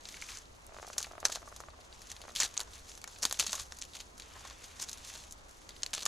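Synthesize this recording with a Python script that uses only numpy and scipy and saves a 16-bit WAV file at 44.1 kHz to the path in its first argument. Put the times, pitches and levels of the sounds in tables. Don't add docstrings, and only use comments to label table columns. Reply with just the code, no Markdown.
import sys
import numpy as np
from scipy import signal
from scipy.fft import rfft, irfft, next_fast_len
from scipy.io import wavfile
from scipy.ndimage import uniform_filter1d, map_coordinates

SR = 44100
rng = np.random.default_rng(int(sys.argv[2]) if len(sys.argv) > 2 else 0)


def invert_db(level):
    return 10 ** (np.asarray(level, dtype=float) / 20)


def dump_mix(stems):
    frames = np.atleast_2d(stems).T
    limited = np.clip(frames, -1, 1)
    pcm = np.round(limited * 32767).astype(np.int16)
    wavfile.write(sys.argv[1], SR, pcm)


N = 267687

# (frequency [Hz], level [dB per Hz])
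FOREST_COLOUR = [(71, -5), (120, -3.5), (157, 0), (1070, 0.5), (2070, -7), (5300, -16), (6200, -15),
                 (7000, -19), (10600, -27), (13900, -39), (15800, -37)]
# (frequency [Hz], level [dB per Hz])
RUMBLE_COLOUR = [(12, -2), (25, 0), (50, 4.5), (85, 0), (125, -12.5), (350, -100)]
# (frequency [Hz], left-right likeness [-1 to 1])
EAR_LIKENESS = [(30, 1), (85, 1), (130, 0.23), (290, 0.23), (640, -0.023), (1400, -0.47), (6800, -0.47)]
# (frequency [Hz], level [dB])
SHEET_COLOUR = [(3600, -27), (4800, -5.5), (6300, 2.5), (7600, -3), (9000, -11), (12000, -38)]
# (frequency [Hz], level [dB])
CURL_COLOUR = [(1100, -19.5), (2000, -9.5), (3200, -3), (4300, 1.5), (5000, -4.5), (6500, -54),
               (11000, -53)]
# (frequency [Hz], level [dB])
EDGE_COLOUR = [(6500, -9.5), (9000, 2.5), (10500, 6.5), (12000, -2), (13800, -3), (15500, -18),
               (16100, -38)]
# (frequency [Hz], level [dB])
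TRUNK_COLOUR = [(70, -41), (200, -14.5), (650, -2), (1150, 1), (1800, -1.5), (3000, -43), (8000, -59)]
# (frequency [Hz], level [dB])
RUB_COLOUR = [(350, -21.5), (1100, 7.5), (2200, 8), (3600, 8), (9000, -107)]
# (frequency [Hz], level [dB])
SLAB_COLOUR = [(900, -35), (1500, -6), (2200, 0), (3000, -5), (4200, -40)]
# (centre [Hz], width [Hz], level [dB])
LIMB_MODES = [(1030, 980, -5.5), (675, 193, 16.5), (1140, 106, 13.5)]

# (start [s], length [s], rustle [dB], glove over the rustle [dB])
MOVES = [(0.011, 0.44, -55, -6.5), (0.226, 0.18, -48.5, -7), (0.7, 0.38, -60, -14), (1.387, 0.35, -62, -22),
         (1.887, 0.49, -60, -8.5), (2.423, 0.27, -60, -4), (2.666, 0.17, -54.5, -6.5),
         (2.786, 0.24, -55.5, -12.5), (3.027, 0.7, -58.5, -25), (3.58, 0.55, -62.5, -26),
         (4.198, 0.77, -58.5, -4.5), (4.302, 0.27, -64.5, 5.5), (4.838, 0.48, -56.5, -6.5),
         (5.003, 0.19, -51.5, -7.5), (5.11, 0.14, -57, -21), (5.45, 0.66, -66.5, -6), (5.68, 0.28, -63, -5)]
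# (start [s], length [s], rustle [dB], change along the pull [dB])
RIPS = [
    (0.972, 0.15, -49.5, -15),
    (1.239, 0.19, -48.5, -17),
    (2.35, 0.12, -41.5, 2.5),
    (2.562, 0.069, -70, -10),
    (3.231, 0.15, -59, 11),
    (3.384, 0.264, -44.5, -8),
    (4.805, 0.05, -43.5, -6),
    (5.939, 0.059, -38, -23),
]

# (time [s], sheet [dB], curl over the sheet [dB])
DEEP = [(.327, -44, -2), (1.0035, -33, -3), (1.014, -34.5, -9), (1.0435, -39, 7), (1.299, -34, -3),
        (1.357, -30, -1), (2.462, -38, 2), (2.568, -34, 2.5), (2.594, -29, -6), (2.612, -30.5, -7),
        (3.076, -36, -6), (3.24, -28, -17), (3.3725, -40, 0), (3.343, -41.5, 9), (3.4255, -29.5, -1),
        (3.443, -37, 4), (3.53, -21.5, -3), (5.153, -38, 2), (5.691, -37.5, -1), (5.9735, -39, 5),
        (5.979, -33.5, 5.5), (6.0305, -50, 3)]
# (time [s], sheet [dB], curl over the sheet [dB], extra trunk [dB], extra edge [dB])
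TORN = [(.054, -39, 3.5, 2, -6), (.142, -48, 8, 0, 0), (.981, -19, -7.5, -1.5, 2.5),
        (1.2526, -13.5, -4.5, 1, -2), (2.116, -32, -1, -1.5, 2), (2.379, -39, 9, 0, 3),
        (2.4017, -14.5, -8, -3, -5), (2.412, -29, 7, -6, 0), (2.432, -20, -2.5, 1.5, 2),
        (2.449, -30, -2, 5, 4), (2.476, -38, -2, 2, 5), (2.603, -29, 3.5, 0, 7),
        (3.2522, -17.5, -1, 2, 5.5), (3.391, -24, -2, 0, 1), (3.3966, -16, 2.5, -1.5, 2),
        (3.4055, -23, 2.5, 3, 0), (3.412, -27.5, 2, -4, 6), (3.494, -31.5, 2, -1, -3),
        (3.557, -33, -3, 3, 0), (3.606, -33.5, -6, 2, 1), (4.198, -37.5, 3.5, 2.5, 1),
        (5.9327, -28, 3.5, 5, -2), (5.937, -23.5, -6, -10, 0), (6.005, -36, 0, -4, 0),
        (6.0545, -23, -5, 4, 0)]
# (time [s], sheet [dB], curl over the sheet [dB])
LOOSE = [(.088, -37.5, 2), (.215, -43, -5), (.868, -39.5, -7), (.886, -43.5, -4), (1.028, -30.5, -2),
         (2.3513, -32, 0.5), (2.361, -30, 6), (2.368, -30, 2), (3.223, -31, -5), (3.4685, -26, 1.5),
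         (3.52, -30, -5), (3.553, -29.5, -8), (3.787, -37, -7), (3.967, -38, 3.5), (4.01, -40, -1),
         (4.811, -35, -17), (4.82, -28.5, -11), (4.894, -33.5, -4), (4.914, -37, -3), (4.93, -31, -6),
         (4.9505, -59, 5), (5.31, -38.5, -12), (5.323, -36, -11), (5.995, -44, -8), (6.0115, -40, 2)]
# (time [s], sheet [dB], curl over the sheet [dB])
FIBRES = [(.169, -49, 9), (.318, -49.5, 12), (1.202, -40, -8), (1.488, -48, -21), (1.563, -38.5, -2),
          (1.603, -42.5, -5), (1.9265, -60.5, 18.5), (2.018, -41.5, -4.5), (2.07, -47.5, 4),
          (2.165, -46, 5.5), (2.216, -43, 6), (2.54, -41, 0), (2.7345, -45, 3), (2.755, -42.5, -2),
          (2.903, -48, 2), (2.976, -39.5, -4.5), (3.016, -43, 1), (3.16, -52, 12), (3.186, -41, -6),
          (3.839, -45, 3), (3.9345, -46, 6), (4.179, -43, -4), (4.221, -47, 9), (4.364, -56, 0),
          (4.475, -47, -3), (5.1, -44, 4), (5.238, -45, 2.5), (5.4915, -46.5, -4), (5.706, -54, 14),
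          (5.764, -59.5, 18)]
# (time [s], sheet [dB], curl over the sheet [dB], extra trunk [dB], extra edge [dB])
BRITTLE = [(.372, -34.5, -18, 2, 0), (2.4165, -28, 2, 12, 3), (2.4215, -27, 3.5, 3, 7),
           (2.4415, -27, 0, 3, 1), (2.5764, -23.5, -7, -6, -3), (3.4655, -28, -8, 4, 3),
           (3.816, -34.5, -1, -11, 2), (3.8225, -34.5, 1, -7, 3), (5.9493, -28, -2, 0, 8),
           (5.8215, -42, 0, 0, 3), (5.8326, -21.5, -2.5, -3, -5), (5.8626, -30, 2, -2, 8),
           (6.0625, -18.5, -6, 6, -4)]
# (time [s], sheet [dB], curl over the sheet [dB])
TOUGH = [(.221, -35.5, -2), (.288, -43, .6), (.42, -52, 1), (.933, -37.5, -1.5), (1.323, -25, -3),
         (1.352, -31, -0.5), (1.81, -51, 5), (1.848, -47.5, -2), (2.101, -37, -1), (2.895, -39.5, -10),
         (3.232, -21, -3), (3.579, -37.5, 2), (3.597, -29.5, -2.5), (3.953, -33.5, 1), (4.823, -32, -18),
         (4.83, -41, -12), (6.025, -31.5, -0.5), (4.003, -36, 4), (4.474, -38, -4), (4.641, -36, -1),
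         (4.799, -33, -1.5), (4.887, -37, 0), (5.049, -39, 0.5), (5.088, -39, -0.5), (5.178, -55, -8)]
# (time [s], sheet [dB], curl over the sheet [dB], extra trunk [dB], extra edge [dB])
SPLINTERS = [
    (3.041, -35.5, -2.5, 0, -1),
    (3.311, -33.5, 7, 2, -1),
    (3.722, -35.5, -1, 1, -7),
]
# (time [s], sheet [dB], curl over the sheet [dB])
SCUFFS = [(2.676, -51, -1), (4.36, -46.5, -2), (4.41, -47, -3), (4.452, -43, 0.5), (4.508, -47.5, 7),
          (5.148, -52, 9)]
# (time [s], sheet [dB], curl over the sheet [dB])
THREADS = [(.008, -49, 3), (.455, -55.5, 6), (1.069, -47, -2), (2.289, -48, 7.5), (2.304, -56, 6),
           (2.319, -50, -9), (2.437, -37, -4), (3.109, -53, 3), (3.123, -55, -6), (3.133, -53, 0),
           (3.149, -51, -10), (3.508, -39, -9), (3.561, -38, 0), (3.616, -36.5, -10), (3.709, -55, 1),
           (3.769, -43.5, -13), (3.851, -42, -2), (4.393, -56, -4), (4.585, -54, -9), (5.51, -45, -14),
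           (5.617, -49, 3), (5.177, -44, -9), (5.941, -39, -4), (5.953, -41, -2), (5.963, -42, 9),
           (5.992, -39, 6), (6.058, -28, -2)]
# (time [s], sheet [dB], curl over the sheet [dB], extra trunk [dB], extra edge [dB])
SHARDS = [(.666, -48.5, -14, 0, 3.5), (3.2285, -28.5, -4, -2, -5), (3.297, -41, -4, 0, 0),
          (3.3255, -25, -3.5, 1, -0.5), (4.894, -40, -7, -4, 2), (4.974, -45, 1.5, 0, -2),
          (5.937, -32, 1, -1, -4), (6.054, -29, -14, 0, -1)]
# (time [s], sheet [dB], curl over the sheet [dB])
TICKS = [(.215, -43, 3), (.3045, -43, -6), (.3855, -44, -12), (.388, -45, -12), (.8823, -44, -5),
         (.9305, -45, -2), (.9865, -38, -13), (.9965, -42, 0), (1.06, -45, -12), (1.121, -48, 0),
         (1.2485, -40, -3), (1.2575, -27, 0), (1.284, -39, -5), (1.344, -49, -2), (2.106, -46, -5),
         (2.387, -38, -3), (2.4045, -23, -3), (2.4085, -30, -3), (2.49, -46, -5), (2.632, -43, -14),
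         (2.917, -44.5, 4), (2.952, -45, -3), (3.215, -48, -6), (3.281, -48, -6), (3.355, -48, -4),
         (3.4015, -23.5, -7), (3.438, -36, -5), (3.479, -37, 0), (3.5235, -37, -8), (3.5455, -39, -6),
         (3.812, -45, -4), (3.833, -41, 3), (3.9895, -45, -2), (4.4995, -45.5, 0), (4.8265, -28.5, -14),
         (4.838, -37, -10), (4.844, -42, -8), (4.882, -49, -5), (4.982, -43, -3), (5.0395, -52, -4),
         (5.139, -42, -4), (5.158, -42, -4), (5.17, -50, -4), (5.967, -45, 0), (6.0315, -35, -8)]
# (its table, trunk over the sheet [dB], edge over the sheet [dB],
# toughness [-1 brittle, 0 plain, 1 tough])
KINDS = [(DEEP, -7, -10, 0), (TORN, -14.5, -12, 0), (LOOSE, -34, -7, 0), (FIBRES, -12, -6, 0),
         (BRITTLE, -16, -20, -1), (TOUGH, -15, -11.5, 1), (SPLINTERS, -4, -6, -1), (SCUFFS, 2.8, -11, 1),
         (THREADS, -20, -7, 0), (SHARDS, -13.5, -0.91, -1), (TICKS, -21, -11.5, -1)]

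# (time [s], level [dB])
SLABS = [(.143, -41), (.089, -47), (.17, -42), (0.2225, -34), (.288, -43), (.318, -47), (.933, -45),
         (1.349, -49), (2.111, -47), (2.5945, -38.5), (4.451, -44), (5.1, -41), (5.692, -48), (5.862, -54),
         (5.979, -51), (1.046, -37.5), (1.254, -30.5), (2.423, -27), (3.041, -36), (3.161, -47),
         (3.251, -37.5), (5.934, -36)]
# (time [s], jerk [dB], low mode [dB], high mode [dB])
SLIPS = [(0.692, -43, -54, -58), (0.706, -45, -59, -59), (0.721, -42, -50, -56), (0.743, -35, -51, -54),
         (0.765, -30, -52, -46), (0.785, -26.5, -54, -50), (0.797, -36, -48, -51), (0.827, -26.5, -45, -53),
         (0.835, -34, -58, -49), (0.846, -35, -47, -49), (0.86, -48, -58, -56), (0.876, -41, -45, -54),
         (0.9, -37, -42, -37), (0.96, -45, -55, -60), (0.965, -38, -52, -57), (1.067, -43, -46.5, -53),
         (1.073, -42, -53, -53), (1.109, -39, -62, -46), (1.112, -34, -45, -46), (1.133, -38, -48, -53),
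         (1.152, -42, -48, -48), (1.179, -29, -44, -44), (1.228, -29, -39.5, -39), (1.239, -45, -46, -54),
         (1.295, -35, -41.5, -46), (1.371, -41, -44, -51), (1.418, -39, -56, -51), (1.427, -43, -49, -41),
         (1.455, -52, -57, -55), (1.475, -46, -49.5, -39.5), (1.517, -48, -49, -55), (1.524, -42, -51, -39),
         (1.602, -34, -46.5, -37.5), (1.61, -43, -50, -55), (1.636, -36, -50, -40.5),
         (1.684, -35, -48.5, -42.5), (1.733, -45, -63, -50), (1.741, -47, -64, -49), (1.789, -46, -52, -61),
         (2.204, -40, -56, -57), (2.238, -35, -52, -51), (2.251, -35, -49, -53), (2.28, -29, -50, -50),
         (2.293, -31.5, -52, -51), (2.311, -42, -57, -52)]
# (time [s], jerk [dB], low mode [dB], high mode [dB])
REBOUND = [(3.231, -38, -56, -39), (3.495, -44, -51, -46), (3.531, -35, -45, -40), (3.541, -40, -58, -34),
           (3.564, -43, -56, -48), (3.579, -40, -61, -38), (3.595, -45, -60, -40), (5.832, -42, -52.5, -57),
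           (6.026, -43, -55, -51), (6.031, -34, -54, -54), (6.061, -24.5, -53, -39)]
# (time [s], pitch [Hz], level [dB], time to fall 60 dB [s])
BUMPS = [
    (3.251, 282, -40, .04),
    (3.402, 130, -49, .07),
    (3.44, 420, -45, 0.049),
    (3.484, 198, -46.5, 0.054),
    (3.611, 75, -43, 0.088),
    (6.057, 250, -57, .04),
]


def unit(x):
    return x / np.sqrt(np.mean(x ** 2) + 1e-20)


def along(points, hz):
    f, value = np.transpose(points)
    return np.interp(np.log(hz + 1), np.log(f + 1), value)


def wobble(rate):
    knots = rng.standard_normal(int(N * rate / SR) + 4)
    return map_coordinates(knots, [np.arange(N) * rate / SR])


def filtered(x, response):
    size = next_fast_len(N + 8192)
    hz = np.fft.rfftfreq(size, 1 / SR)
    return irfft(rfft(x, size) * response(hz), size)[..., :N]


def struck(x, colour):
    log_gain = np.log(invert_db(along(colour, np.fft.rfftfreq(2048, 1 / SR))))
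    cepstrum = irfft(log_gain)
    cepstrum[1:1024] *= 2
    cepstrum[1025:] = 0
    ring = irfft(np.exp(rfft(cepstrum)))
    return signal.fftconvolve(x, ring / np.linalg.norm(ring))[:N]


def rush(colour, patchy_db):
    z = signal.stft(rng.standard_normal((2, N)), nperseg=512)[2]
    patches = uniform_filter1d(rng.standard_normal(z.shape[1:]), size=6, axis=0)
    patches = uniform_filter1d(patches, size=14, axis=1)
    pair = signal.istft(z * invert_db(patchy_db * unit(patches)), nperseg=512)[1][:, :N]

    def middle_and_side(hz):
        angle = np.arccos(np.clip(along(EAR_LIKENESS, hz), -1, 1)) / 2
        return invert_db(along(colour, hz)) * [np.cos(angle), np.sin(angle)]

    mid, side = filtered(pair, middle_and_side)
    return unit(np.array([mid + side, mid - side]))


def forest_air():
    return invert_db(-57.5 + 0.051 * wobble(4.0)) * rush(FOREST_COLOUR, patchy_db=1.15)


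def far_rumble():
    drone = unit(np.tanh(0.37 * rush(RUMBLE_COLOUR, patchy_db=-1.0)))
    return invert_db(-59.5) * drone * invert_db([[-.25], [.25]])


def gestures(start, length, db, fade_db, edge_s):
    into = np.arange(N) / SR - start[:, None]
    length = length[:, None]
    shape = np.clip(np.minimum(into, length - into) / edge_s, 0, 1)
    level_db = db[:, None] + fade_db[:, None] * np.clip(into / length, 0, 1)
    return ((shape * invert_db(level_db)) ** 2).sum(axis=0)


def crackle(clump_db, spike_db, count):
    draw = rng.random((count, 2))
    place = (draw[:, 0] * N).astype(int)
    ticks = np.bincount(place, invert_db(spike_db * draw[:, 1] ** 3), N)
    swell = 1 + 0.44 * signal.lfilter([1], [1, -np.exp(-1 / (SR * 0.0015))], ticks)
    return unit(swell * invert_db(clump_db * wobble(55)))


def rustle():
    start, length, db, glove_db = np.transpose(MOVES)
    no_fade, move_edge_s = 0 * start, 0.074
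    idle_db, idle_rub_db, rip_rub_db = -65.5, -85, -10.5
    rips = gestures(*np.transpose(RIPS), edge_s=0.011)
    paper_moves = gestures(start, length, db, no_fade, move_edge_s)
    rub_moves = gestures(start, length, db + glove_db, no_fade, move_edge_s)
    paper_gain = np.sqrt(invert_db(idle_db) ** 2 + rips + paper_moves)
    rub_gain = np.sqrt(invert_db(idle_rub_db) ** 2 + invert_db(rip_rub_db) ** 2 * rips + rub_moves)

    shared = crackle(clump_db=1.2, spike_db=9.5, count=2200)
    grain = []
    for _ in range(3):
        own = crackle(clump_db=1, spike_db=9, count=1200)
        grain.append(unit(shared * own) * rng.standard_normal(N))
    paper = struck(grain[0], SHEET_COLOUR)
    paper = paper + invert_db(-4.0 + 0.73 * wobble(13)) * struck(grain[1], CURL_COLOUR)
    paper = paper + invert_db(-9.0 + 1.1 * wobble(14)) * struck(grain[2], EDGE_COLOUR)
    friction = crackle(clump_db=1.8, spike_db=11, count=1400) * rng.standard_normal(N)
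    rub = invert_db(0.22 * wobble(9.2)) * struck(friction, RUB_COLOUR)
    return invert_db(-2.0) * paper_gain * paper + rub_gain * rub


def bursts(times, dbs, tough, lumps, crack_t60, fray_t60, fray_db):
    lead = 600
    t = (np.arange(lumps.shape[1]) - lead) / SR
    after = np.maximum(t, 0)
    brittle, slow = tough[:, None] < 0, tough[:, None] > 0

    rise = 1 - np.exp(-after / np.where(brittle, .00015, .0005))
    crack = invert_db(2.0 * brittle - 8.0 * slow - 60 * after / crack_t60) * rise
    strain_s = np.where(slow, .005, np.where(brittle, .0003, .0006))
    strain = np.exp(np.minimum(t, 0) / strain_s)
    fray_fall = 60 * after / (fray_t60 * np.where(brittle, .7, 1))
    fray = invert_db(fray_db - 2.2 * brittle + 1.8 * slow - fray_fall) * strain * lumps
    shape = crack + fray

    noise = rng.standard_normal(lumps.shape)
    noise[:, lead + 14] = (3 + 1.5 * brittle[:, 0]) * np.sign(noise[:, 0])
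    wanted = np.linalg.norm(shape, axis=1, keepdims=True)
    noise *= wanted / np.linalg.norm(shape * noise, axis=1, keepdims=True)
    sound = invert_db(dbs - 0.15)[:, None] * shape * noise
    at = np.round(times * SR).astype(int)[:, None] + np.arange(len(t))
    return np.bincount(at.ravel(), sound.ravel(), N + len(t))[lead:N + lead]


def snaps():
    rows = []
    for table, *kind in KINDS:
        for row in table:
            rows.append((*(*row, 0, 0)[:5], *kind))
    s, db, curl_db, own_trunk, own_edge, trunk_db, edge_db, tough = np.transpose(rows)
    scatter_db = 1.16 * rng.standard_normal((2, len(s)))
    trunk_db = trunk_db + own_trunk + scatter_db[0]
    edge_db = edge_db + own_edge + scatter_db[1]
    lumps = uniform_filter1d(rng.standard_normal((len(s), SR // 14)), size=45, axis=1)
    lumps = invert_db(2.6 * unit(lumps))

    sheet = bursts(s, db + 1, tough, lumps, crack_t60=0.0059, fray_t60=0.06, fray_db=-14.0)
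    curl = bursts(s, db + curl_db, tough, lumps, crack_t60=0.0046, fray_t60=0.06, fray_db=-13.5)
    wood = bursts(s, db + trunk_db - 0.6, tough, lumps, crack_t60=0.0055, fray_t60=0.083, fray_db=-10.5)
    edge = bursts(s, db + edge_db, tough, lumps, crack_t60=0.0046, fray_t60=0.07, fray_db=-13)
    strip = struck(sheet, SHEET_COLOUR) + struck(curl, CURL_COLOUR)
    return strip + struck(wood, TRUNK_COLOUR) + struck(edge, EDGE_COLOUR)


def slabs():
    s, db = np.transpose(SLABS)
    lumps = invert_db(3.4 * rng.standard_normal((len(s), SR // 20)))
    cracks = bursts(s, db, 0 * s, lumps, crack_t60=0.0093, fray_t60=0.063, fray_db=-15.0)
    return struck(cracks, SLAB_COLOUR)


def creak():
    s, *grip_db = np.transpose(SLIPS + REBOUND)
    late, size = rng.standard_normal((2, len(s)))
    afterslip_s, afterslip_db = 0.003 * np.exp(.3 * late), -8.5 + 2.5 * size
    s = np.r_[s, s + afterslip_s] + 0.001477
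    grip_db = np.c_[grip_db, grip_db + afterslip_db]
    at = np.round(s * SR).astype(int)
    jerks = np.array([np.bincount(at, invert_db(db + 22.0), N) for db in grip_db])

    def limb_response(f):
        modes = []
        for centre, width, db in LIMB_MODES:
            damping = 1j * f * width
            modes.append(invert_db(db) * damping / (centre * centre - f * f + damping))
        return np.array(modes) / (1 + 1j * f / 3500) ** 3

    return filtered(jerks, limb_response).sum(axis=0)


def bumps():
    s, hz, db, t60 = np.transpose(BUMPS)[:, :, None]
    t = np.maximum(np.arange(N) / SR - s, 0)
    loudness = invert_db(db - 60 * t / t60) * (1 - np.exp(-t / 0.0016))
    return (loudness * np.sin(2 * np.pi * hz * t)).sum(axis=0)


def scatter(x, t60, level_db):
    t = np.arange(SR // 4) / SR
    tail = rng.standard_normal((2, len(t))) * invert_db(-60 * t / t60) * (1 - np.exp(-t / 0.0031))
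    tail = tail / np.linalg.norm(tail[0])
    return invert_db(level_db) * signal.fftconvolve(x[None], tail, axes=1)[:, :N]


def scene():
    air, low = forest_air(), far_rumble()
    bark = rustle() + snaps() + slabs()
    limb = creak() + bumps()
    near = (bark + limb) * invert_db([[.35], [-.35]])
    glint = scatter(np.gradient(np.gradient(bark)), t60=0.0065, level_db=-10.5)
    bark_tail = scatter(bark, t60=0.14, level_db=-26)
    limb_tail = scatter(limb, t60=0.098, level_db=-13.0)
    return near + glint + bark_tail + limb_tail + air + low


def band_limit(x):
    return signal.sosfilt(signal.butter(12, 16630, fs=SR, output="sos"), x)


def record(dry):
    top_hz, shelf_hz, shelf_db = 16600, 15850, -13
    mix = filtered(dry, lambda hz: (hz < top_hz) * np.where(hz < shelf_hz, 1, invert_db(shelf_db)))
    return band_limit(mix)


dry = scene()
out = record(dry)
dump_mix(out)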